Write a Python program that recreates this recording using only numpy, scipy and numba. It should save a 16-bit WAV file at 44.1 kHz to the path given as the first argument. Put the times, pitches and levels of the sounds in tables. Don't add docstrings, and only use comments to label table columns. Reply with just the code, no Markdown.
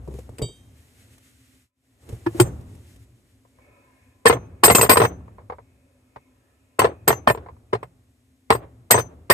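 import sys
import numpy as np
from scipy import signal
from scipy.fft import rfft, irfft, next_fast_len
from scipy.io import wavfile
from scipy.ndimage import uniform_filter1d, minimum_filter1d
from numba import njit

SR = 44100
rng = np.random.default_rng(int(sys.argv[2]) if len(sys.argv) > 2 else 0)


def unload_audio(sound):
    columns = np.transpose(np.atleast_2d(sound))
    steps = np.round(np.clip(columns, -1, 1) * 32767)
    wavfile.write(sys.argv[1], SR, steps.astype(np.int16))


def convert_level_to_amplitude(level_db):
    exponent = np.asarray(level_db, float) / 20
    return 10 ** exponent


N = 411453

# pitch_hz [Hz], level_db [dB], t60_s [s]
TUB_MODES = [(222, -10.5, 0.4), (330.2, -22.5, 0.089), (422, -16.5, 0.93), (463, 8.5, 1), (574.8, 4, 0.39),
             (707, 1.5, 0.61), (800, -12.5, 0.98), (820, -4.5, 0.36), (932, -36, 0.66), (1025, 8.5, 0.32),
             (1130, -20, 0.92), (1238, -18, 0.046), (1380, -14, 0.046), (1434, -20, 0.057),
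             (1520, -11.5, 0.33), (1785, 4, 0.72), (1857, -7.5, 0.38), (2186, -5.5, 0.44),
             (2260, -30.5, 0.66), (2140, -15.5, 0.15)]
# pitch_hz [Hz], level_db [dB], t60_s [s]
CABINET_MODES = [(58.3, -11.5, 0.22), (86, -15, 0.17), (117.5, 8.5, 0.18), (110, 1.5, 0.21), (123, 2, 0.25),
                 (167, -8, 0.68), (200, -4.5, 0.12)]
# pitch_hz [Hz], level_db [dB], t60_s [s]
SPANNER_MODES = [(2525, -20, .2), (3160, -23, .12), (3709, -24, .15), (4188, -21, .1), (4727, -19, .13),
                 (4900, -16, .12), (5200, -17, .15), (5550, -24, .15), (6153, -24, .45), (6172, -32, .3),
                 (6761, -17, .08), (7251, -16, .3), (7285, -22, .25), (7790, -16, .15), (8100, -2, .22),
                 (8300, -9, .2), (8450, -11, .2), (8578, -7, .16), (8845, -9, .15), (9050, -12, .15),
                 (9200, -12, .12), (9943, -16, .12), (10900, -18, .15), (11560, -22, .12), (12030, -12, .2),
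                 (12480, -11, .22), (13460, -9, .2), (14420, -14, .22), (14710, -14, .24)]
# start_s [s], level_db [dB]
CLINK = [
    (0.4219, -24.5),
]
# pitch_hz [Hz], level_db [dB], t60_s [s]
LOOSE_MODES = [(2280, -10, 0.25), (2890, -10, 0.2), (3170, -6, 0.47), (3710, -4, 0.36), (4695, 3, 0.23),
               (6200, -24, 0.87), (6172, -20, 0.55), (7230, -7, 0.16), (7770, 4.5, 0.2), (8110, -8, 0.48),
               (8560, -1, 0.13), (12470, -24, 0.25), (14370, -14, 0.22)]
# pitch_hz [Hz], level_db [dB per Hz]
RATTLE_SPECTRUM = [(88, -40.5), (150, -12), (271, -26.5), (450, 4), (748, 5), (1030, 6.5), (1410, -3),
                   (2160, -12.5), (4000, -25), (5600, -28), (8800, -71)]
CRACK_SPECTRUM = [(1470, -48), (2500, -8.5), (4190, -19), (4740, -7), (5620, -20.5), (6750, -32),
                  (8200, -6.5), (9000, -11), (9800, -26), (14500, -32.5), (15300, -49.5)]
RUMBLE_SPECTRUM = [(12, -53.5), (20, -35), (37, -20), (64, -1), (119, -1), (150, -18.5), (261, -13),
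                   (285, -20.5), (400, -22), (520, -54.5), (880, -120)]
ROOM_SPECTRUM = [(88, -52), (150, -26.5), (263, -6), (286, -5.5), (538, -8), (769, -13), (999, -18.5),
                 (1100, -18), (4000, -47), (5200, -65.5), (8800, -120)]
RUSTLE_SPECTRUM = [(710, -33), (1200, -4), (1890, 1), (3030, -4), (4620, -6.5), (7750, 0.5), (12100, -5),
                   (14000, -7), (15800, -24)]
# pitch_hz [Hz], lead_rad [rad]
PORT_LEAD = [(250, 0), (500, .35), (1120, 1.7), (2070, 2.6), (3270, 1.2), (4800, .9), (7000, .2),
             (14000, .8)]
# pitch_hz [Hz], level_db [dB]
PORT_APART = [(30, -9.5), (70, -25.5), (140, -16.5), (280, -12), (1000, -1.5), (4000, 4), (8000, -8.5),
              (14000, -3)]
# start_s [s], stop_s [s], pitch_hz [Hz], level_db [dB]
SINGING = [
    (4.645, 4.702, 8100, -10),
    (4.9, 4.93, 8234, -22),
    (4.764, 4.87, 7251, -27),
    (5.02, 5.15, 6152, -37),
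    (6.797, 6.826, 8101, -25),
    (7.12, 7.2, 6153, -41),
    (7.112, 7.15, 7252, -42),
    (6.81, 6.88, 6153, -44),
    (8.916, 8.953, 8102, -18),
    (8.93, 9.07, 6151, -29),
]
# pitch_hz [Hz], width_hz [Hz], level_db [dB]
WHINE_BANDS = [(566, 61, -4), (1010, 70, -7), (1300, 110, -14), (1740, 270, -11), (2200, 110, -12.5),
               (2500, 170, -9.5), (2770, 90, -20)]
# time_s [s], level_db [dB]
WHINE_COURSE = [
    (0, -99),
    (3.5, -88),
    (3.62, -66.5),
    (4.2, -76),
    (5.6, -75.5),
    (6.7, -75.5),
    (7.2, -74.5),
    (8.0, -95),
    (9.33, -83),
]
# start_s [s], level_db [dB], boom_db [dB re bump], scuff_db [dB re bump], t60_s [s]
BUMPS = [(0.076, -28.5, -14, -21, 0.17), (0.112, -39, 4.5, -14, 0.08), (0.139, -37.5, 7, -8, 0.16),
         (0.187, -31, -20, -11, 0.068), (0.292, -29, 0.5, -20, 0.032), (0.394, -28.5, -13, -17, 0.22),
         (0.417, -22, 5, -10, 0.11), (0.433, -32, 12, -21, 0.058), (0.487, -38.5, 4, -26, 0.12),
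         (2.09, -33, -5.5, -5, 0.13), (2.126, -32.5, 12.5, -12, 0.088), (2.61, -50, -1, 0, .1),
         (2.75, -49, 0, 0, .1), (2.96, -52.5, -0.5, 4.5, .1)]
# pitch_hz [Hz], level_db [dB per Hz]
BUMP_SPECTRUM = [(76, -39), (130, 7.5), (254, -7.5), (411, 2), (700, -16), (1150, -23), (1600, -50),
                 (2260, -56), (2500, -42), (3250, -83), (5500, -120)]
# start_s [s], level_db [dB], boom_db [dB re tick], scuff_db [dB re tick], t60_s [s]
TICKS = [(1.18, -51.5, -20, 5, 0.024), (3.45, -50.5, -17, -22, 0.061), (3.586, -50.5, -2, -24.5, 0.068),
         (4.369, -25, -10.5, -30, 0.042), (4.428, -51.5, 5.5, -32.5, 0.059), (5.205, -47, -4, -34, 0.047),
         (5.28, -43, 0, -39.5, 0.052), (5.383, -41.5, -11.5, -39.5, 0.14),
         (5.499, -25.5, -24, -39.5, 0.062), (5.522, -30, -29, -39, 0.083), (5.584, -37.5, -22, -40, 0.075),
         (6.16, -32, -17, -39.5, 0.059), (7.461, -35, -20, -35, 0.075), (7.486, -36, -20, -39, 0.084),
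         (7.566, -50.5, -12.5, -35, 0.044), (7.829, -27, -32.5, -25.5, 0.055),
         (8.644, -43.5, 8, -39, 0.044)]
# pitch_hz [Hz], level_db [dB per Hz]
TICK_SPECTRUM = [(150, -36), (250, -15), (480, 10), (763, 2), (1040, 9), (1320, -8), (2240, -12),
                 (2570, -30), (4250, -33), (5000, -34), (6500, -69), (11000, -120)]
# time_s [s], level_db [dB]
CROSSFADE = [
    (1.58, 2),
    (1.66, -8.5),
    (1.72, -33),
    (1.78, -14.5),
    (1.85, -7),
    (2.03, -0.5),
]
# start_s [s], level_db [dB], spanner_db [dB re knock], pitch_hz [Hz], ring_share [1]
KNOCKS = [
    (0.383, -36.5, 3, 480, 0.085),
    (2.2635, -7.5, -36.5, 339.3, 0.41),
    (2.346, -23.5, -30, 340, .7),
    (2.399, 8.5, -15.5, 361, 0.51),
]
# start_s [s], level_db [dB],
# spanner_db [dB re blow], pitch_hz [Hz], ring_share [1]
BLOWS = [(4.2562, 6.5, -8.5, 464.5, 0.39), (4.635, 9, -7, 454, 0.9), (4.749, 0, 0.5, 460, 0.66),
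         (4.8945, 8.5, -3.5, 697, 0.6), (4.912, -1, -5, 688.5, 0.52), (4.93, -8.5, -7, 559.2, 0.49),
         (6.7915, 1, -11, 463, 0.19), (7.0775, 0.97, -10, 764.6, 0.34), (7.274, 2, -23.5, 895.5, 0.51),
         (7.731, -7, -64, 405.3, 0.33), (8.503, 1.14, -8, 463, 0.13), (8.908, 3.5, -1, 482, 0.3),
         (9.3, 7, -5.5, 739.5, 0.36), (4.263, -1, -3.5, 2110, 0.36), (4.641, -2, -10, 590.5, 0.75),
         (8.916, -5.5, -1, 1820, 0.27), (9.307, -4, -5.5, 1938, .3)]
# start_s [s], level_db [dB], spanner_db [dB re bounce], pitch_hz [Hz]
BOUNCES = [(5.017, -4.5, -21, 462), (5.499, -29.5, -52, 990), (6.16, -29, -51.5, 1078),
           (7.829, -25, -28, 980), (9.05, -46, -28, 499), (4.275, -12.5, -11.5, 385),
           (4.297, 1, -23.5, 468), (4.326, -9.5, -42, 455.5), (4.679, -2, -12, 696),
           (4.655, -3.5, -6.5, 574.6), (4.699, 4, -14, 454.4), (4.709, -4, -16, 559.2),
           (4.783, -7.5, -18, 456), (4.8115, -7.5, -2.5, 478.5), (4.829, -7, -15, 457),
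           (4.845, -13.5, -12, 470), (4.861, -21, -16, 520), (4.792, -12.5, -22, 606),
           (4.957, -11.5, -28, 950), (4.97, -1, -8.5, 434), (5.001, -5.5, -26, 463),
           (5.024, -15, -26, 491.7), (5.036, -7, -28.5, 458), (5.049, -10, -17, 471),
           (6.8175, -6.5, -36, 422), (6.836, -13.5, -30.5, 460), (6.844, -8, -40, 447),
           (6.85, -17.5, -37.5, 1010), (6.87, -21.5, -31, 698), (7.09, -9, -14.5, 556),
           (7.104, -8.5, -28.5, 959), (7.127, -13.5, -27, 966), (7.299, -8, -17, 473),
           (7.348, -21.5, -57, 453), (7.374, -24.5, -46, 437), (7.749, -19.5, -45, 430.7),
           (8.524, -9, -27.5, 454), (8.549, -14, -26, 409.5), (8.943, -3, -27.5, 510),
           (8.962, -17, -13, 700), (8.977, -10.5, -18.5, 1005), (8.985, -15, -13.5, 468),
           (8.995, -22, -12, 995), (9.005, -24, -15, 950)]
# time_s [s], tub_shake_db [dB], sleeve_db [dB]
ARM = [(0, -45.5, -77), (.19, -53, -63), (.33, -46.5, -73), (.46, -63, -72), (.62, -55.5, -73),
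       (.85, -58.5, -67.5), (1.1, -58, -66), (1.6, -78, -68.5), (2, -56.5, -73), (2.1, -40.5, -61),
       (2.3, -50.5, -60), (2.401, -25.5, -47.5), (2.5, -73.5, -66.5), (2.77, -70, -63), (3.04, -62, -67),
       (3.07, -62, -76), (4.199, -62.5, -77), (4.3, -83, -93.5), (9.33, -78.5, -93)]
STILL_DB = dict(rumble=-63.5, room=-75.5, rustle=-74.5, hum=-67.5)
# gain_db [dB re touch], t60_s [s]
SHUDDER = dict(rumble=(-21.5, 1.7), room=(-54.5, 1.5), hum=(-55.5, 0.21))
# pitch_hz [Hz], level_db [dB]
CLATTER_LEVELS = [(1300, -1.5), (2100, 0.5), (3300, -7), (4700, -8), (5700, -17), (6800, -18), (8300, -5),
                  (9200, -10.5)]

HUM_HZ, HUM_WIDTH_HZ = 260, 22
RATTLE_T60_S = .052
BOUNCE_RING = 0.48
KNOCK_BOOM_DB, BLOW_BOOM_DB, BOUNCE_BOOM_DB = -16.5, -26, -16
SHAKE_ROOM_DB, WHINE_ROOM_DB = -12, 3.5
SHUDDER_RISE_S = 0.0073
LIMIT, LOOK_AHEAD_S, SQUEEZE = 0.8, 0.013, 0.35
LEAD_S, LEAD_DB = 0.0039, -24
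BRIGHT_HZ = 9300
THRUM_HZ, THRUM_DB, THRUM_T60_S = 64.47, -28.5, 0.93
FLOOR_MONO_HZ = 6300
CLATTER_DB, CLATTER_T60_S = -19.5, .05
SING_RISE_S, SING_SAG_DB_PER_S, SING_FALL_DB_PER_S = .005, 170, 450


def on_log(table, hz):
    table_hz, value = np.transpose(table)
    return np.interp(np.log(hz + 1), np.log(table_hz + 1), value)


def colour(table):
    size = next_fast_len(N)
    white = rfft(rng.standard_normal((2, size)))
    y = irfft(white * convert_level_to_amplitude(on_log(table, np.fft.rfftfreq(size, 1 / SR))), size)[:, :N]
    return y / y.std()


def walk(rate_hz):
    hold = int(SR / rate_hz)
    steps = np.repeat(rng.standard_normal(N // hold + 1), hold)
    return uniform_filter1d(uniform_filter1d(steps, hold), hold)[:N]


def high_pass(x, order, hz):
    return signal.sosfilt(signal.butter(order, hz, "high", fs=SR, output="sos"), x)


@njit
def ring(x, touch, pole, gain, turn):
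    out, z = np.zeros((2, len(x))), 0 * turn
    for i in range(len(x)):
        k = touch[i]
        for m in range(len(z)):
            z[m] = z[m] * pole[k, m] + x[i] * gain[k, m]
            out[0, i] += z[m].imag
            out[1, i] += (z[m] * turn[m]).imag
    return out


def body(modes, x, touch, share, scatter_db, detune, spot_db=0):
    hz, db, t60 = np.transpose(modes)
    chance = rng.standard_normal((len(share), 2, len(hz)))
    t60 = np.outer(np.clip(share, .02, 3), np.clip(t60, .01, 1.5))
    decay = np.log(1000) / (t60 * SR)
    pole = np.exp(2j * np.pi * hz * (1 + detune * chance[:, 0]) / SR - decay)
    turn = np.exp(2j * np.pi * rng.random(len(hz)))
    gain = convert_level_to_amplitude(db + spot_db + scatter_db * chance[:, 1])
    return ring(x + 1e-18, touch, pole, gain, turn)


def bursts(s, db, t60, rise_s):
    env, t = np.zeros(N), np.arange(SR // 2) / SR
    for start, peak, t60_s in zip((s * SR).astype(int), convert_level_to_amplitude(db), t60 * np.ones(len(s))):
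        burst = peak * (1 - np.exp(-t / rise_s)) * 1000. ** (-t / t60_s)
        env[start:start + len(t)] += burst[:N - start]
    return env


def push(s, db, width_s):
    x = np.zeros(N)
    x[(s * SR).astype(int)] = convert_level_to_amplitude(db)
    shape = np.hanning(int(width_s * SR) + 3)
    return np.convolve(x, shape / shape.sum())[:N]


def touches():
    rows = []
    for table, boom_db in ((KNOCKS, KNOCK_BOOM_DB), (BLOWS, BLOW_BOOM_DB), (BOUNCES, BOUNCE_BOOM_DB)):
        for s, db, *rest in table:
            rows.append((s, db, boom_db, *rest, BOUNCE_RING)[:6])
    return np.transpose(sorted(rows))


def shudder(s, db, layer):
    x, (gain_db, t60) = np.zeros(N), SHUDDER[layer]
    x[(s * SR).astype(int)] = convert_level_to_amplitude(2 * (db + gain_db))
    fall = np.exp(-2 * np.log(1000) / (t60 * SR))
    rise = np.exp(-1 / (SHUDDER_RISE_S * SR))
    return signal.lfilter([1 - rise], [1, -rise], signal.lfilter([1], [1, -fall], x))


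def behind():
    t = np.arange(N) / SR
    s, db, boom_db = touches()[:3]
    at, shake_db, sleeve_db = np.transpose(ARM)
    shake = convert_level_to_amplitude(2 * np.interp(t, at, shake_db))
    sleeve = convert_level_to_amplitude(2 * np.interp(t, at, sleeve_db))
    far = convert_level_to_amplitude(2 * (np.interp(t, *np.transpose(WHINE_COURSE)) + WHINE_ROOM_DB))

    def still(layer, power):
        return np.sqrt(convert_level_to_amplitude(2 * STILL_DB[layer]) + power)

    low = still("rumble", shake + shudder(s, db + boom_db, "rumble"))
    mid = still("room", shake * convert_level_to_amplitude(2 * SHAKE_ROOM_DB) + far + shudder(s, db, "room"))
    w = HUM_WIDTH_HZ
    hum = colour([(HUM_HZ - 4 * w, -60), (HUM_HZ - w, -12), (HUM_HZ, 0), (HUM_HZ + w, -12), (HUM_HZ + 4 * w, -60)])
    rumble = colour(RUMBLE_SPECTRUM) * low * convert_level_to_amplitude(2.0 * walk(28))
    room = colour(ROOM_SPECTRUM) * mid * convert_level_to_amplitude(0.5 * walk(18))
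    rustle = colour(RUSTLE_SPECTRUM) * still("rustle", sleeve * convert_level_to_amplitude(5.0 * walk(25)))
    return rumble + room + rustle + hum * still("hum", shudder(s, db, "hum"))


def whine():
    out = 0
    for hz, w, db in WHINE_BANDS:
        band = colour([(hz - 3 * w, -50), (hz - w / 2, -5), (hz, 0), (hz + w / 2, -5), (hz + 3 * w, -50)])
        out = out + band * convert_level_to_amplitude(db + 7.0 * walk(7))
    return out * convert_level_to_amplitude(np.interp(np.arange(N) / SR, *np.transpose(WHINE_COURSE)))


def thrum():
    t = np.arange(N) / SR
    level = convert_level_to_amplitude(THRUM_DB + 5.0 * walk(10)) * 1000. ** (-t / THRUM_T60_S)
    return level * np.sin(2 * np.pi * THRUM_HZ * t)


def light(contacts, spectrum):
    s, db, boom_db, scuff_db, t60 = np.transpose(contacts)
    shake = colour(spectrum) * bursts(s, db - 2.5, t60, 0.00043)
    boom = body(CABINET_MODES, push(s, db + boom_db - 11, 0.01), np.zeros(N, int), np.ones(1), 0, 0)
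    return shake + boom + colour(RUSTLE_SPECTRUM) * bursts(s, db + scuff_db - 7, 0.046, 0.0012)


def clink():
    s, db = np.transpose(CLINK)
    tap = push(s, db - 11, .00003)
    return body(LOOSE_MODES, tap, np.zeros(N, int), np.ones(1), 0, 0) * [[1], [.25]]


def singing():
    t, out = np.arange(N) / SR, 0
    for s, stop, hz, db in SINGING:
        sag_db = SING_SAG_DB_PER_S * np.clip(t - s, 0, stop - s)
        fall_db = SING_FALL_DB_PER_S * np.clip(t - stop, 0, 1)
        rise = np.clip((t - s) / SING_RISE_S + 1, 0, 1)
        out = out + rise * convert_level_to_amplitude(db - sag_db - fall_db + 6.0 * walk(55)) * np.sin(2 * np.pi * hz * t)
    return out


def clatter(x, touch, count=44):
    hz = np.geomspace(1300, 9200, count) * (1 + .02 * rng.standard_normal(count))
    t60 = CLATTER_T60_S * convert_level_to_amplitude(4 * rng.uniform(-1, 1, count))
    modes = np.transpose([hz, on_log(CLATTER_LEVELS, hz) + CLATTER_DB, t60])
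    return body(modes, x, touch, np.ones(touch.max() + 1), 5.0, .03)


def air_knock(s, db, hard_db, knock_hz, touch):
    cycles = 12.0 + 0.21 * (db - hard_db)
    loss = np.log(1000) * (knock_hz / cycles)[:, None] / SR
    pole = np.exp(2j * np.pi * knock_hz[:, None] / SR - loss)
    flat, turn = 1 + 0 * loss, np.array([1j])
    spot = ring(push(s, 2 * db - hard_db - 14, 0.00017) + 1e-18, touch, pole, flat, turn)[0]
    knock = ring(spot, touch, pole, 2 * np.e * loss, turn)
    knock = knock + ring(push(s, db - 11, 0.0007) + 1e-18, touch, pole, flat, turn)
    return high_pass(knock, 3, 290.)


def steel_crack(s, db, steel_db):
    grit = colour(CRACK_SPECTRUM) * convert_level_to_amplitude(1.5 * walk(200))
    bright = high_pass(grit, 4, BRIGHT_HZ)
    dull = signal.sosfilt(signal.butter(4, BRIGHT_HZ, fs=SR, output="sos"), grit)
    bright_db = db + .6 * np.clip(db, -30, 0) + steel_db - 3
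    return dull * bursts(s, db + steel_db - 6, 0.04, 0.0021) + bright * bursts(s, bright_db, 0.023, 0.0014)


def blows():
    s, db, boom_db, steel_db, knock_hz, steel_share = touches()
    touch = np.clip(np.searchsorted(s * SR, np.arange(N) + 1) - 1, 0, None)
    chatter, even = rng.standard_normal(N), np.ones(len(s))
    hard_db = db + 30 * np.clip(np.log2(knock_hz / 430), -1, 0) + .3 * np.clip(db + 8, -30, 0)
    knocks = push(s, hard_db - 25.5, 0.00015)
    knocks = knocks + convert_level_to_amplitude(-29.0) * chatter * bursts(s, hard_db - 8.5, RATTLE_T60_S, 0.00091)
    octaves = np.log2(np.array(TUB_MODES)[:, 0] / knock_hz[:, None])
    short_modes = np.minimum(TUB_MODES, [SR, SR, .3])
    tub = body(short_modes, knocks * 1.2, touch, .14 * even, 3.0, .03, -5.0 * np.abs(octaves))
    knock = air_knock(s, db, hard_db, knock_hz, touch)
    landing = bursts(s, hard_db - 7.5, RATTLE_T60_S, 0.00037)
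    graze = bursts(s - LEAD_S, hard_db + LEAD_DB, .03, 0.0011)
    rattle = colour(RATTLE_SPECTRUM) * convert_level_to_amplitude(4.5 * walk(220)) * (landing + graze)
    boom = body(CABINET_MODES, push(s, db + boom_db - 11, .004), touch, even, 2.0, .03) * convert_level_to_amplitude(3 * walk(35))
    taps = push(s, db + steel_db - 22.5, .00003)
    taps = taps + convert_level_to_amplitude(-19.5) * chatter * bursts(s, db + steel_db - 7.5, 0.042, 0.00032)
    steel = body(SPANNER_MODES, taps, touch, steel_share, 3.0, .001) * convert_level_to_amplitude(5.0 * walk(60))
    crack = steel_crack(s, db, steel_db)
    tail = colour(ROOM_SPECTRUM) * convert_level_to_amplitude(4.0 * walk(40)) * bursts(s, db - 33.5, 0.31, 0.044)
    mix = tub + knock + rattle + boom + steel + clatter(taps + knocks, touch) + crack + tail
    return high_pass(mix, 4, 75.)


def scene():
    size = next_fast_len(N + SR // 2)
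    hz = np.fft.rfftfreq(size, 1 / SR)
    fade = convert_level_to_amplitude(np.interp(np.arange(N) / SR, *np.transpose(CROSSFADE)))
    lead = np.exp(.5j * on_log(PORT_LEAD, hz))

    def ports(x):
        shared, other = rfft(x, size)
        other = other * convert_level_to_amplitude(on_log(PORT_APART, hz))
        return np.array([(shared + other) * lead * convert_level_to_amplitude(0.5), (shared - other) / lead])

    faint = ports(clink() + light(BUMPS, BUMP_SPECTRUM) + whine() + fade * behind())
    near = ports(blows() + singing() + thrum() + light(TICKS, TICK_SPECTRUM))
    mid = faint.mean(axis=0)
    return irfft(near + mid + (faint - mid) / (1 + (hz / FLOOR_MONO_HZ) ** 20), size)[:, :N]


def roll_off(x):
    return signal.sosfilt(signal.butter(12, 15940, fs=SR, output="sos"), x)


def record(dry):
    reach = int(LOOK_AHEAD_S * SR)
    gain = np.minimum(1, LIMIT / (np.abs(dry).max(axis=0) + 1e-9)) ** SQUEEZE
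    gain = uniform_filter1d(minimum_filter1d(gain, reach), reach)
    limited = .92 * np.tanh(1.051 * gain * dry)
    top_cut = signal.ellip(8, .2, 70, 15300, fs=SR, output="sos")
    mix = high_pass(signal.sosfilt(top_cut, limited), 2, 45.)
    return roll_off(mix)


dry = scene()
out = record(dry)
unload_audio(out)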